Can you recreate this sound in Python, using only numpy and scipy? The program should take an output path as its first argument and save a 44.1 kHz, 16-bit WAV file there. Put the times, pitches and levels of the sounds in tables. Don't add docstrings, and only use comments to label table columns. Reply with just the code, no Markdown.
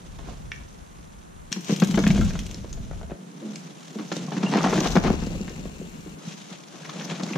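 import sys
import numpy as np
from scipy import signal
from scipy.fft import rfft, irfft
from scipy.io import wavfile
from scipy.ndimage import uniform_filter1d, map_coordinates

SR = 44100
rng = np.random.default_rng(int(sys.argv[2]) if len(sys.argv) > 2 else 0)


def generate_wav(signal):
    frames = np.transpose(np.atleast_2d(signal))
    scaled = np.clip(frames, -1, 1) * 32767
    pcm = np.round(scaled).astype(np.int16)
    wavfile.write(sys.argv[1], SR, pcm)


N = 325017
T = np.arange(N) / SR
HIT_T = T[:8192]

PASS_EDGES_S = [0, 1.51, 3.15, 6.18, 7.4]
# frequency_hz, level_db
GRIT_SPECTRUM = [(60, -26), (150, -19), (350, 2.5), (520, 1), (750, 1), (1200, -5), (2000, -11),
                 (3000, -14.5), (6000, -19.5), (15000, -81)]
# frequency_hz, level_db
CLICK_SPECTRUM = [(60, -43), (200, 7), (800, 7.5), (4000, 1.5), (4900, -2.5), (6300, 1), (7200, -1.5),
                  (8400, -15.5), (15000, -23.5)]


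def ride():
    # nearest_s, nearest_m, boom_db, grit_db, leaf_db, coming_pan_db, going_pan_db
    passes = [(0.28, 5, -51.5, -57, -57, -8, -2.5), (2.078, 0.79, -31, -41, -39.5, 10.5, 2.5),
              (4.758, 1, -26.5, -25, -38.5, 1, 9), (7.35, 2.47, -35.5, -36.5, -45, 5, 3)]
    speed_m_s, half_scattered_m = 5.49, 5.2
    current = np.searchsorted(PASS_EDGES_S, T, side="right") - 1
    nearest_s, nearest_m, boom_db, grit_db, leaf_db, coming_db, going_db = np.array(passes)[current].T
    along_m = speed_m_s * (T - nearest_s)
    distance_m = np.hypot(along_m, nearest_m)
    doublings = np.log2(distance_m / nearest_m)
    levels = boom_db - 6 * doublings, grit_db - 11 * doublings, leaf_db - 6.5 * doublings
    pan_db = coming_db + (going_db - coming_db) * (1 + along_m / distance_m) / 2
    return levels, pan_db, distance_m / (distance_m + half_scattered_m)


def tyres(levels, pan_db, share):
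    # middle_s, half_length_s, more_grit_db, more_leaf_db
    scuffs = [(0.3, 0.081, 14, 4.5), (1.711, 0.055, 9, 13.5), (3.52, 0.2, 6.5, 5.5), (4.164, 0.064, -4, 9),
              (4.653, 0.029, 2, 1), (4.85, 0.09, -2.5, 3), (6.285, 0.047, 4, 9.5), (6.4, 0.084, -10, 5.5),
              (6.534, 0.035, 11, 4.5), (6.988, 0.024, 5, 3)]
    # middle_s, half_length_s, drop_db
    hops = [(1.662, 0.016, 7), (3.814, 0.09, 10), (4.065, 0.048, 4), (4.948, 0.017, 10), (5.849, 0.37, 0.5),
            (6.623, 0.33, 8.5)]
    # frequency_hz, level_db
    casing_spectrum = [(60, -38), (100, -50.5), (130, -12.5), (160, 2.5), (190, 0.5), (250, -7),
                       (320, -11.5), (450, -16), (700, -25), (1500, -82.5)]
    leaf_spectrum = [(700, 2.5), (1800, -2), (2900, 2), (3900, 1.5), (4900, -4.5), (6200, -1), (7100, -1.5),
                     (8300, -12.5), (10000, -15), (12000, -36), (15000, -54)]
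    spray_spectrum = [(1500, -2.5), (3500, 1), (6300, 15.5), (8300, -28), (11500, -8.5), (14500, -10),
                      (16000, -35)]
    boom_db, grit_db, leaf_db = levels
    for s, half_length_s, more_grit_db, more_leaf_db in scuffs:
        slip = np.exp(-((T - s) / half_length_s) ** 2)
        grit_db, leaf_db = grit_db + more_grit_db * slip, leaf_db + more_leaf_db * slip
    lift_db = sum(db * np.exp(-((T - s) / half_length_s) ** 2) for s, half_length_s, db in hops)
    boom_db, grit_db = boom_db - lift_db, grit_db - lift_db / 2
    jolt = np.tanh(walk(70)) * (1.3 - share)
    boom = contact(casing_spectrum, boom_db + 1.5 + 3 * jolt,
                   rate=1200, spread_db=3, pan_db=0.14 * pan_db, share=0.27 * share ** 2)
    grit = contact(GRIT_SPECTRUM, grit_db - 6 + 4 * jolt,
                   rate=1500, spread_db=1.5, pan_db=pan_db, share=share ** 0.99)
    leaves = contact(leaf_spectrum, leaf_db + 0.5 + 2 * jolt + 2 * walk(200),
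                     rate=6000, spread_db=2.5, pan_db=0.47 * pan_db, share=share ** 0.78)
    spray = contact(spray_spectrum, leaf_db - 4.5 - 6.5 * share + 4 * walk(120),
                    rate=290, spread_db=0, pan_db=0.11 * pan_db, share=0.9)
    return no_bass(boom + grit + leaves + spray, hz=114)


def thumps(small_bumps, pan_db, share):
    # start_s, boom_db, squash_s, earth_db, grit_db
    blows = [(0.186, -41, 0.0082, -41, -39), (0.272, -42, 0.017, -38, -42.5), (0.31, -34, 0.0064, -43, -48),
             (1.515, -21.5, 0.0044, -39, -44), (1.56, -20, 0.013, -29.5, -40), (1.692, -11, 0.01, -20, -32),
             (1.72, -8.5, 0.0062, -22, -56), (1.82, -1, 0.0073, -16, -22), (1.892, -12, 0.0046, -51, -55),
             (1.935, -10.5, 0.013, -44, -34), (1.974, -12, 0.011, -13, -23), (2.034, -11, 0.0077, -34, -44),
             (2.068, -1.5, 0.0038, -41, -45), (2.095, -3.5, 0.0072, -40, -50),
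             (2.115, -11, 0.0076, -46, -51), (2.19, -10, 0.0062, -22.5, -34), (2.214, -12, 0.013, -29, -42),
             (2.239, -19, 0.009, -50, -51), (3.113, -23.5, 0.0078, -30.5, -47),
             (3.415, -27.5, 0.049, -32, -45), (3.952, -24.5, 0.013, -29.5, -62),
             (3.985, -23, 0.012, -29.5, -34.5), (4.117, -18.5, 0.0059, -22, -22.5),
             (4.165, -20, 0.0052, -24.5, -52), (4.32, -31, 0.0058, -49, -28),
             (4.365, -15.5, 0.012, -24, -28), (4.427, -10, 0.013, -28, -22),
             (4.521, -17.5, 0.017, -23, -24), (4.545, -13, 0.017, -17, -20.5),
             (4.571, -27, 0.011, -21, -22), (4.639, -16, 0.009, -20, -19.5), (4.66, -14, 0.016, -21, -27),
             (4.725, -22, 0.0033, -16, -33), (4.775, -22, 0.012, -15.5, -29),
             (4.805, -34, 0.0074, -18.5, -28), (4.954, -21, 0.0081, -10.5, -18),
             (4.965, -2, 0.0079, -12, -22), (5.045, -20, 0.03, -16.5, -24), (5.102, -2, 0.0028, -14, -44),
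             (5.136, -18, 0.0033, -20, -34), (5.223, -14.5, 0.0053, -26, -41),
             (5.269, -14.5, 0.0022, -29.5, -40), (5.349, -21.5, 0.0076, -30.5, -53),
             (5.403, -17.5, 0.0096, -33, -55), (5.499, -37, 0.0087, -33, -42),
             (5.589, -21.5, 0.0023, -38, -55), (5.654, -27, 0.0041, -33, -39.5),
             (5.814, -37, 0.0034, -30, -62), (6.059, -29.5, 0.016, -33.5, -47),
             (6.27, -20, 0.0073, -51, -51), (6.511, -25, 0.01, -41.5, -49), (6.953, -31.5, 0.02, -44, -46),
             (7.11, -22.5, 0.011, -38.5, -29.5), (7.228, -16.5, 0.0069, -37, -42),
             (7.303, -18.5, 0.0098, -27, -35), (7.355, -14, 0.0056, -21.5, -26.5)]
    # frequency_hz, level_db
    earth_spectrum = [(100, -32.5), (200, -1), (310, 6), (450, -2), (580, -6.5), (900, -28), (2500, -53)]
    casing_hz = 186.7
    booms, crunch = np.zeros(N), np.zeros((3, N))
    for s, boom_db, squash_s, earth_db, grit_db in list(blows) + small_bumps:
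        hz = casing_hz * (1 + 0.062 * rng.standard_normal())
        squash = HIT_T / squash_s
        load = (squash * np.exp(1 - squash)) ** 1.8
        sag = 1 + 0.13 * np.exp(-squash)
        add(booms, s, peak(load * np.sin(2 * np.pi * np.cumsum(hz * sag) / SR), boom_db - 4.5))
        crush = [grains(3500, 3.84, len(HIT_T)) * squash ** 0.31 * np.exp(-squash) for _ in crunch]
        add(booms, s, peak(colour(crush[0], earth_spectrum), earth_db + 2))
        add(crunch, s, np.array([peak(colour(path, GRIT_SPECTRUM), grit_db + 6.5) for path in crush]))
    grit = place(crunch[0], crunch[1:], pan_db, 0.92 * share)
    return no_bass(booms, hz=119) * pan(0.26 * pan_db) + no_bass(grit, hz=135)


def bumps(boom_db, grit_db, count):
    squash_s, spread_db = 0.011, 7
    when, size = rng.random((count, 2)).T
    times = (np.arange(count) + when) * T[-1] / count
    size_db = 2 + spread_db * (2 * size - 1)
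    thump_db = np.interp(times, T, boom_db) + size_db
    crush_db = np.interp(times, T, grit_db) + size_db
    return [(s, db, squash_s, db - 5, crush) for s, db, crush in zip(times, thump_db, crush_db)]


def logs():
    # start_s, level_db, tilt_db_per_octave, pitch_hz, t60_s
    knocks = [(1.695, -23, -20, 456, 0.054), (1.722, -29, -22, 480, .04), (1.822, -18.5, -2.5, 520, 0.023),
              (1.943, -22.5, 0, 587, .03), (1.978, -15.5, -7.5, 661, 0.052), (2.038, -20.5, 5, 657, 0.028),
              (2.065, -21, 8, 638, 0.032), (2.104, -22.5, -5, 650, .05), (2.156, -27, -3, 710, .035),
              (2.176, -23.5, 0, 642, 0.044), (2.212, -23, 0.5, 638, .045), (2.307, -29, -2, 716, 0.016),
              (2.354, -25.5, -4.5, 607, 0.027), (2.645, -27, -15.5, 491, 0.026),
              (2.775, -37, -10, 672, .07), (2.912, -27.5, -13.5, 590, 0.02), (2.932, -36, -9.5, 690, .025),
              (3.013, -31, -15, 602, 0.05), (3.03, -34.5, -13, 647, 0.08), (3.098, -30.5, -14, 596, 0.035),
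              (3.107, -32, -7.5, 718, .025), (3.117, -27.5, -13, 565, 0.032)]
    # pitch_ratio, level_db, t60_ratio
    modes = [(.69, -3, 0.48), (1, 4.5, 1.13), (1.25, 1, .45), (1.46, -6, 1.1), (2.19, 2.5, 1.2),
             (2.42, 2, 1.03), (2.83, -10, .5), (3.39, 2, 1.3), (3.87, -4, 0.54), (5.17, -1, 1)]
    out = np.zeros(N)
    for s, db, tilt_db, hz, t60 in knocks:
        ring = np.zeros(len(HIT_T))
        for ratio, mode_db, t60_ratio in modes:
            gain = undb(mode_db + tilt_db * np.log2(ratio) + 3 * rng.standard_normal())
            mode_hz = hz * ratio * (1 + 0.019 * rng.standard_normal())
            ring += gain * fade(t60 * t60_ratio) * np.sin(2 * np.pi * (mode_hz * HIT_T + rng.random()))
        crack = clack(hz=795, t60=0.061, q=0.57, splinter=0.49)
        add(out, s, peak(ring * swell(0.0007), db) + peak(crack, db - 6.5 + tilt_db / 2))
    return out


def deck():
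    # time_s, level_db
    rumble = [(1.68, -42), (1.77, -32), (1.87, -28), (2.0, -27.5), (2.12, -22), (2.23, -23), (2.3, -32.5),
              (2.42, -48)]
    # pitch_hz, q, level_db
    modes = [(193, 7.2, 0), (146, 5.3, -6.5), (368, 5.9, -22.5), (665, 5.5, -30)]
    drumming = grains(1500, 1.3)
    ring = sum(undb(db) * unit(resonate(resonate(drumming, hz, q), hz, q)) for hz, q, db in modes)
    return unit(ring) * undb(level_curve(rumble))


def stones(grit_db, pebble_count):
    # start_s, peak_db, pitch_hz
    knocks = [(0.286, -34, 714), (4.282, -29, 740), (4.318, -27, 890), (4.368, -31, 1030),
              (4.47, -26.5, 620), (4.557, -19, 470), (4.608, -17.5, 830), (4.644, -12, 786),
              (4.661, -14, 750), (4.673, -18, 898), (4.731, -20, 1030), (4.779, -19.5, 770),
              (4.792, -23, 1110), (4.812, -23, 675), (4.966, -27, 720), (5.067, -31, 1010),
              (5.08, -17, 814)]
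    # pitch_ratio, level_db, t60_s
    modes = [(1, 7, 0.025), (1.45, -1, 0.026), (2.2, -12, 0.018)]
    when, size, pitch = rng.random((pebble_count, 3)).T
    pebble_s = when * T[-1]
    pebble_db = np.interp(pebble_s, T, grit_db) - 3.5 + 7.5 * (2 * size - 1)
    pebble_hz = 1000 * 2 ** (0.91 * (2 * pitch - 1))
    decays = [(ratio, undb(db) * fade(t60)) for ratio, db, t60 in modes]
    out = np.zeros(N)
    for s, db, hz in list(knocks) + list(zip(pebble_s, pebble_db, pebble_hz)):
        ring = sum(decay * np.sin(2 * np.pi * ratio * hz * HIT_T) for ratio, decay in decays)
        add(out, s, peak(signal.fftconvolve(burst(t60=0.0085), ring), db))
    return out


def stone_strikes():
    # start_s, peak_db, contact_s
    strikes = [(4.538, -13.5, 0.00028), (4.558, -14, 0.00059), (4.661, -17, 0.00033), (4.732, -14, .0003),
               (4.78, -16, 0.00039), (4.966, -7.5, .0003), (4.972, -7, 0.00019), (5.05, -14.5, 0.00043),
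               (5.103, -9.5, 0.00063)]
    out = np.zeros(N)
    for s, db, contact_s in strikes:
        age = HIT_T / contact_s
        add(out, s, -peak(no_bass(age ** 2 * np.exp(-2 * age), hz=240), db))
    return out


def crunches():
    # start_s, peak_db, length_s, centre_hz
    bursts = [(4.642, -18.5, .016, 1510), (4.672, -22, .006, 1200), (4.705, -23, .006, 1300),
              (4.729, -21.5, 0.0097, 1200), (5.063, -20.5, .016, 1300), (6.319, -32.5, 0.011, 3820),
              (6.507, -42, .012, 3020), (6.527, -39, 0.013, 3200), (6.847, -31, .016, 2200),
              (6.894, -28.5, 0.015, 4000), (7.01, -29, 0.013, 2400), (7.097, -24.5, 0.026, 2670),
              (7.15, -29.5, 0.018, 3200)]
    out = np.zeros(N)
    for s, db, length_s, hz in bursts:
        press = np.exp(-(HIT_T / length_s) ** 4)
        crackles = grains(rate=3000, spread_db=3, size=len(HIT_T)) + signal.unit_impulse(len(HIT_T))
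        add(out, s, peak(colour(resonate(crackles * press, hz, q=1.2), CLICK_SPECTRUM), db))
    return out


def clack(hz, t60, q, splinter):
    age_ms = HIT_T / 0.001
    force = age_ms * np.exp(1 - age_ms) + 2 * splinter * (1 - np.exp(-age_ms / 2)) * fade(t60)
    return colour(resonate(force * rng.standard_normal(len(HIT_T)), hz, q), CLICK_SPECTRUM)


def rattles():
    # start_s, level_db, centre_hz, t60_s
    clacks = [(1.526, -15, 5230, 0.037), (1.819, -22.5, 1120, 0.067), (2.066, -16.5, 1930, 0.061),
              (2.104, -21, 2190, 0.023), (2.39, -24, 2800, 0.017), (2.544, -25.5, 5460, 0.017),
              (2.728, -27, 6600, 0.042), (3.557, -27, 5290, 0.0091), (4.118, -35, 1190, 0.039),
              (4.124, -24, 5160, 0.048), (4.537, -16, 926, 0.025), (4.587, -22.5, 2480, 0.014),
              (4.804, -20, 5860, 0.016), (4.849, -27, 4200, 0.029), (4.872, -18.5, 4000, 0.028),
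              (4.92, -24, 4940, 0.03), (5.037, -19, 882, 0.023), (5.202, -35, 5000, 0.033),
              (5.264, -33, 7150, 0.05), (5.479, -31.5, 1880, 0.069), (5.494, -36, 5530, 0.015),
              (6.893, -29, 1150, 0.055), (6.997, -29.5, 3200, 0.025), (7.233, -22.5, 5100, 0.052),
              (7.333, -23, 2320, 0.044), (7.358, -22, 1200, 0.033)]
    out = np.zeros(N)
    for s, db, hz, t60 in clacks:
        add(out, s, peak(clack(hz, t60, q=2.2, splinter=0.3), db + 0.5))
    return out


def freewheel():
    # start_s, end_s, ticks_per_s, tick_db, sizzle_db
    coasting = [(1.518, 1.53, 26.3, -27, -33), (1.607, 1.73, 26.2, -33, -39.5),
                (1.761, 1.93, 27, -24.5, -35), (2.026, 2.26, 26, -38, -46), (3.782, 4.097, 41, -40.5, -55),
                (4.697, 4.94, 48.5, -30, -38), (5.205, 6.15, 45, -46, -50)]
    # frequency_hz, level_db
    sizzle_spectrum = [(4000, -13), (6500, 0), (11500, -18), (14500, -13), (16000, -36)]
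    out = np.zeros(N)
    for start, end, rate, tick_db, sizzle_db in coasting:
        for s in np.arange(start, end, 1 / rate):
            pawl = clack(hz=3100, t60=0.05, q=2.9, splinter=0.45)
            pawl += clack(hz=6300, t60=0.035, q=1.3, splinter=0.8)
            add(out, s, peak(pawl, tick_db + rng.standard_normal()))
            add(out, s, peak(colour(burst(t60=0.079), sizzle_spectrum), sizzle_db))
    return out


def chain():
    # start_s, peak_db
    flicks = [(1.645, -35), (1.801, -24), (1.838, -29), (1.846, -24), (1.9572, -26), (1.99, -26),
              (2.0284, -31), (2.076, -23), (2.112, -28), (2.1466, -33), (2.2094, -28), (2.2485, -30),
              (2.391, -26), (2.4644, -30.5), (2.5116, -28), (2.737, -38), (5.038, -28.5)]
    # frequency_hz, level_db
    link_spectrum = [(1500, -13), (3200, 2.5), (4800, -4.5), (6400, 4), (7600, -3.5), (8600, -12),
                     (11500, -17), (15000, -20)]
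    out = np.zeros(N)
    for s, db in flicks:
        add(out, s, peak(colour(burst(t60=0.026), link_spectrum), db))
    return out


def brake_disc():
    start_s, pitch_hz = 4.462, 2780
    out = np.zeros(N)
    ring = np.sin(2 * np.pi * pitch_hz * HIT_T) * swell(0.002) * fade(t60=0.052)
    add(out, start_s, peak(ring, db=-27.5))
    return out


def stick():
    # start_s, peak_db
    snaps = [(0.5176, -19), (0.521, -29)]
    # pitch_hz, level_db, t60_s
    modes = [(1900, -3, .014), (2270, 0, .012), (2650, 0, .008), (3200, 0, .005), (5700, -7, .005)]
    out = np.zeros(N)
    ring = sum(undb(db) * fade(t60) * np.sin(2 * np.pi * hz * HIT_T) for hz, db, t60 in modes)
    for s, db in snaps:
        add(out, s, peak(ring * swell(0.00045), db))
    return out


def whirr(pan_db, share):
    # time_s, level_db
    receding = [(5.1, -48), (5.5, -53), (6.15, -59)]
    # frequency_hz, level_db
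    hub_spectrum = [(1500, -15), (2400, -5), (2800, 0.5), (3200, -19), (3800, -27), (4300, -5.5),
                    (5000, -32), (5900, -48), (7000, -3.5), (9000, -29)]
    return contact(hub_spectrum, level_curve(receding), rate=740, spread_db=3, pan_db=pan_db, share=share)


def trees(x, t60, db):
    # frequency_hz, level_db
    echo_spectrum = [(150, -9.5), (700, 0.5), (2500, 2.0), (6500, -2.0), (12000, 9.5)]
    decay = np.exp(-np.log(1000) * T[:SR // 2] / t60)
    tails = [colour(grains(4000, 2, len(decay)) * decay, echo_spectrum) for _ in range(2)]
    return np.array([signal.oaconvolve(x, tail / np.linalg.norm(tail))[:N] for tail in tails]) * undb(db)


def wind():
    # start_s, rise_s, level_db, fall_db_per_s
    gusts = [(0, 0.29, -38, 25.5), (0.7, 0.38, -51, 3), (1.97, 0.23, -21.5, 55), (2.5, 0.27, -36, 14),
             (4.72, 0.34, -29, 28.5), (5.55, 0.2, -52, 9)]
    # frequency_hz, level_db
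    air_spectrum = [(15, -25), (27, -1.5), (38, -3.5), (55, -1), (95, -7), (140, -9.5), (300, -29),
                    (900, -61.5)]
    swell_db, onset_db_per_s = 12, 170
    gain = np.zeros(N)
    for start, rise_s, db, fall_db_per_s in gusts:
        end = min(s for s in PASS_EDGES_S if s > start + rise_s)
        age = T - start
        stir_db = onset_db_per_s * np.minimum(age, 0)
        rise_db = -swell_db * np.maximum(1 - age / rise_s, 0)
        fall_db = -fall_db_per_s * np.maximum(age - rise_s, 0)
        gain += undb(db + stir_db + rise_db + fall_db) * (T < end)
    direct, *scattered = (colour(rng.standard_normal(N), air_spectrum) for _ in range(3))
    eddies = place(direct, scattered, pan_db=3, share=0.47)
    return eddies * uniform_filter1d(gain, size=900) * undb(1 + 2.2 * walk(14))


def background():
    # frequency_hz, level_db
    mid_spectrum = [(30, -14), (90, -5), (165, 17), (300, 6), (600, 4), (1500, 3), (2700, -4.5),
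                    (4800, -15), (6300, -7.5), (8300, -9.5), (10000, -8), (12000, -15.5), (15000, -23)]
    side_spectrum = [(30, -24), (90, -13), (165, 22.5), (300, 17), (600, 14.5), (1000, 14.5), (1500, 7),
                     (2700, -5), (4800, -54), (6300, 0), (8300, -1.5), (10000, -5), (12000, -13),
                     (15000, -25)]
    mid = colour(rng.standard_normal(N), mid_spectrum) * undb(-56.5)
    side = colour(rng.standard_normal(N), side_spectrum) * undb(-50)
    return np.array([mid + side, mid - side]) * undb(0.5 * walk(4.57))


def contact(spectrum, db, rate, spread_db, pan_db, share):
    direct, *scattered = (colour(unit(grains(rate, spread_db)) * undb(db), spectrum) for _ in range(3))
    return place(direct, scattered, pan_db, share)


def grains(rate, spread_db, size=N):
    happens = rng.random(size) < rate / SR
    strength = undb(spread_db * np.minimum(rng.exponential(size=size), 4))
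    return happens * strength * rng.choice([-1, 1], size)


def place(direct, scattered, pan_db, share):
    share = np.clip(share, 0, 1)
    return (np.sqrt(1 - share) * direct + np.sqrt(share) * np.array(scattered)) * pan(pan_db)


def ports(x, pan_db):
    full_lag_s, full_left_db = 0.00037, 10
    lag_s = full_lag_s * np.clip(pan_db / full_left_db, 0, 1) ** 4
    return np.array([x[0], map_coordinates(x[1], [(T - lag_s) * SR], mode="nearest")])


def pan(db):
    return undb(np.array([[1], [-1]]) * db / 2)


def colour(x, spectrum):
    size = 4096
    hz, db = np.transpose(spectrum)
    bin_db = np.interp(np.log(np.fft.rfftfreq(size, 1 / SR) + 1), np.log(hz), db)
    cepstrum = irfft(np.log(undb(bin_db)))[:size // 2]
    cepstrum[0] /= 2
    response = irfft(np.exp(rfft(2 * cepstrum, size)))
    return signal.oaconvolve(x, response / np.linalg.norm(response))[:len(x)]


def resonate(x, hz, q):
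    return signal.lfilter(*signal.iirpeak(hz, max(q, 0.6), fs=SR), x)


def no_bass(x, hz, order=4):
    return signal.sosfilt(signal.butter(order, hz, "high", fs=SR, output="sos"), x)


def swell(contact_s):
    return 1 - np.exp(-(HIT_T / contact_s) ** 2)


def fade(t60):
    return np.exp(-np.log(1000) * HIT_T / t60)


def burst(t60):
    return rng.standard_normal(len(HIT_T)) * fade(t60)


def walk(rate):
    hold = int(SR / rate)
    steps = np.repeat(rng.standard_normal(N // hold + 1), hold)
    return np.sqrt(3 / 2) * uniform_filter1d(steps, hold)[:N]


def level_curve(points):
    return np.interp(T, *np.transpose(points), left=-120, right=-120)


def add(track, s, x):
    i = int(np.clip(s * SR, 0, N - 1))
    track[..., i:i + x.shape[-1]] += x[..., :N - i]


def peak(x, db):
    return x * undb(db) / np.abs(x).max()


def unit(x):
    return x / np.sqrt(np.mean(x ** 2))


def undb(db):
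    return 10 ** (np.asarray(db) / 20)


def scene():
    levels, pan_db, share = ride()
    boom_db, grit_db, _ = levels
    small_bumps = bumps(boom_db, grit_db, count=34)
    sharp = rattles() + freewheel() + brake_disc() + chain() + stick() + crunches()
    sharp += stone_strikes() + logs() + stones(grit_db, pebble_count=200)
    dull = thumps(small_bumps, pan_db, share)
    echo = trees((sharp + 0.72 * dull.mean(axis=0)) * np.sqrt(share), t60=0.35, db=6)
    rolling = ports(tyres(levels, pan_db, share) + whirr(pan_db, share), pan_db)
    bikes = rolling + sharp * pan(0.39 * pan_db) + dull + echo + deck() * pan(0.16 * pan_db)
    return no_bass(bikes, hz=70, order=2) + wind() + background()


def record(dry):
    ceiling, top_hz = 0.92, 15300
    rounded = dry / (1 + (dry / ceiling) ** 6) ** (1 / 6)
    return signal.sosfilt(signal.ellip(8, 0.2, 70, top_hz, fs=SR, output="sos"), rounded)


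dry = scene()
out = record(dry)
generate_wav(out)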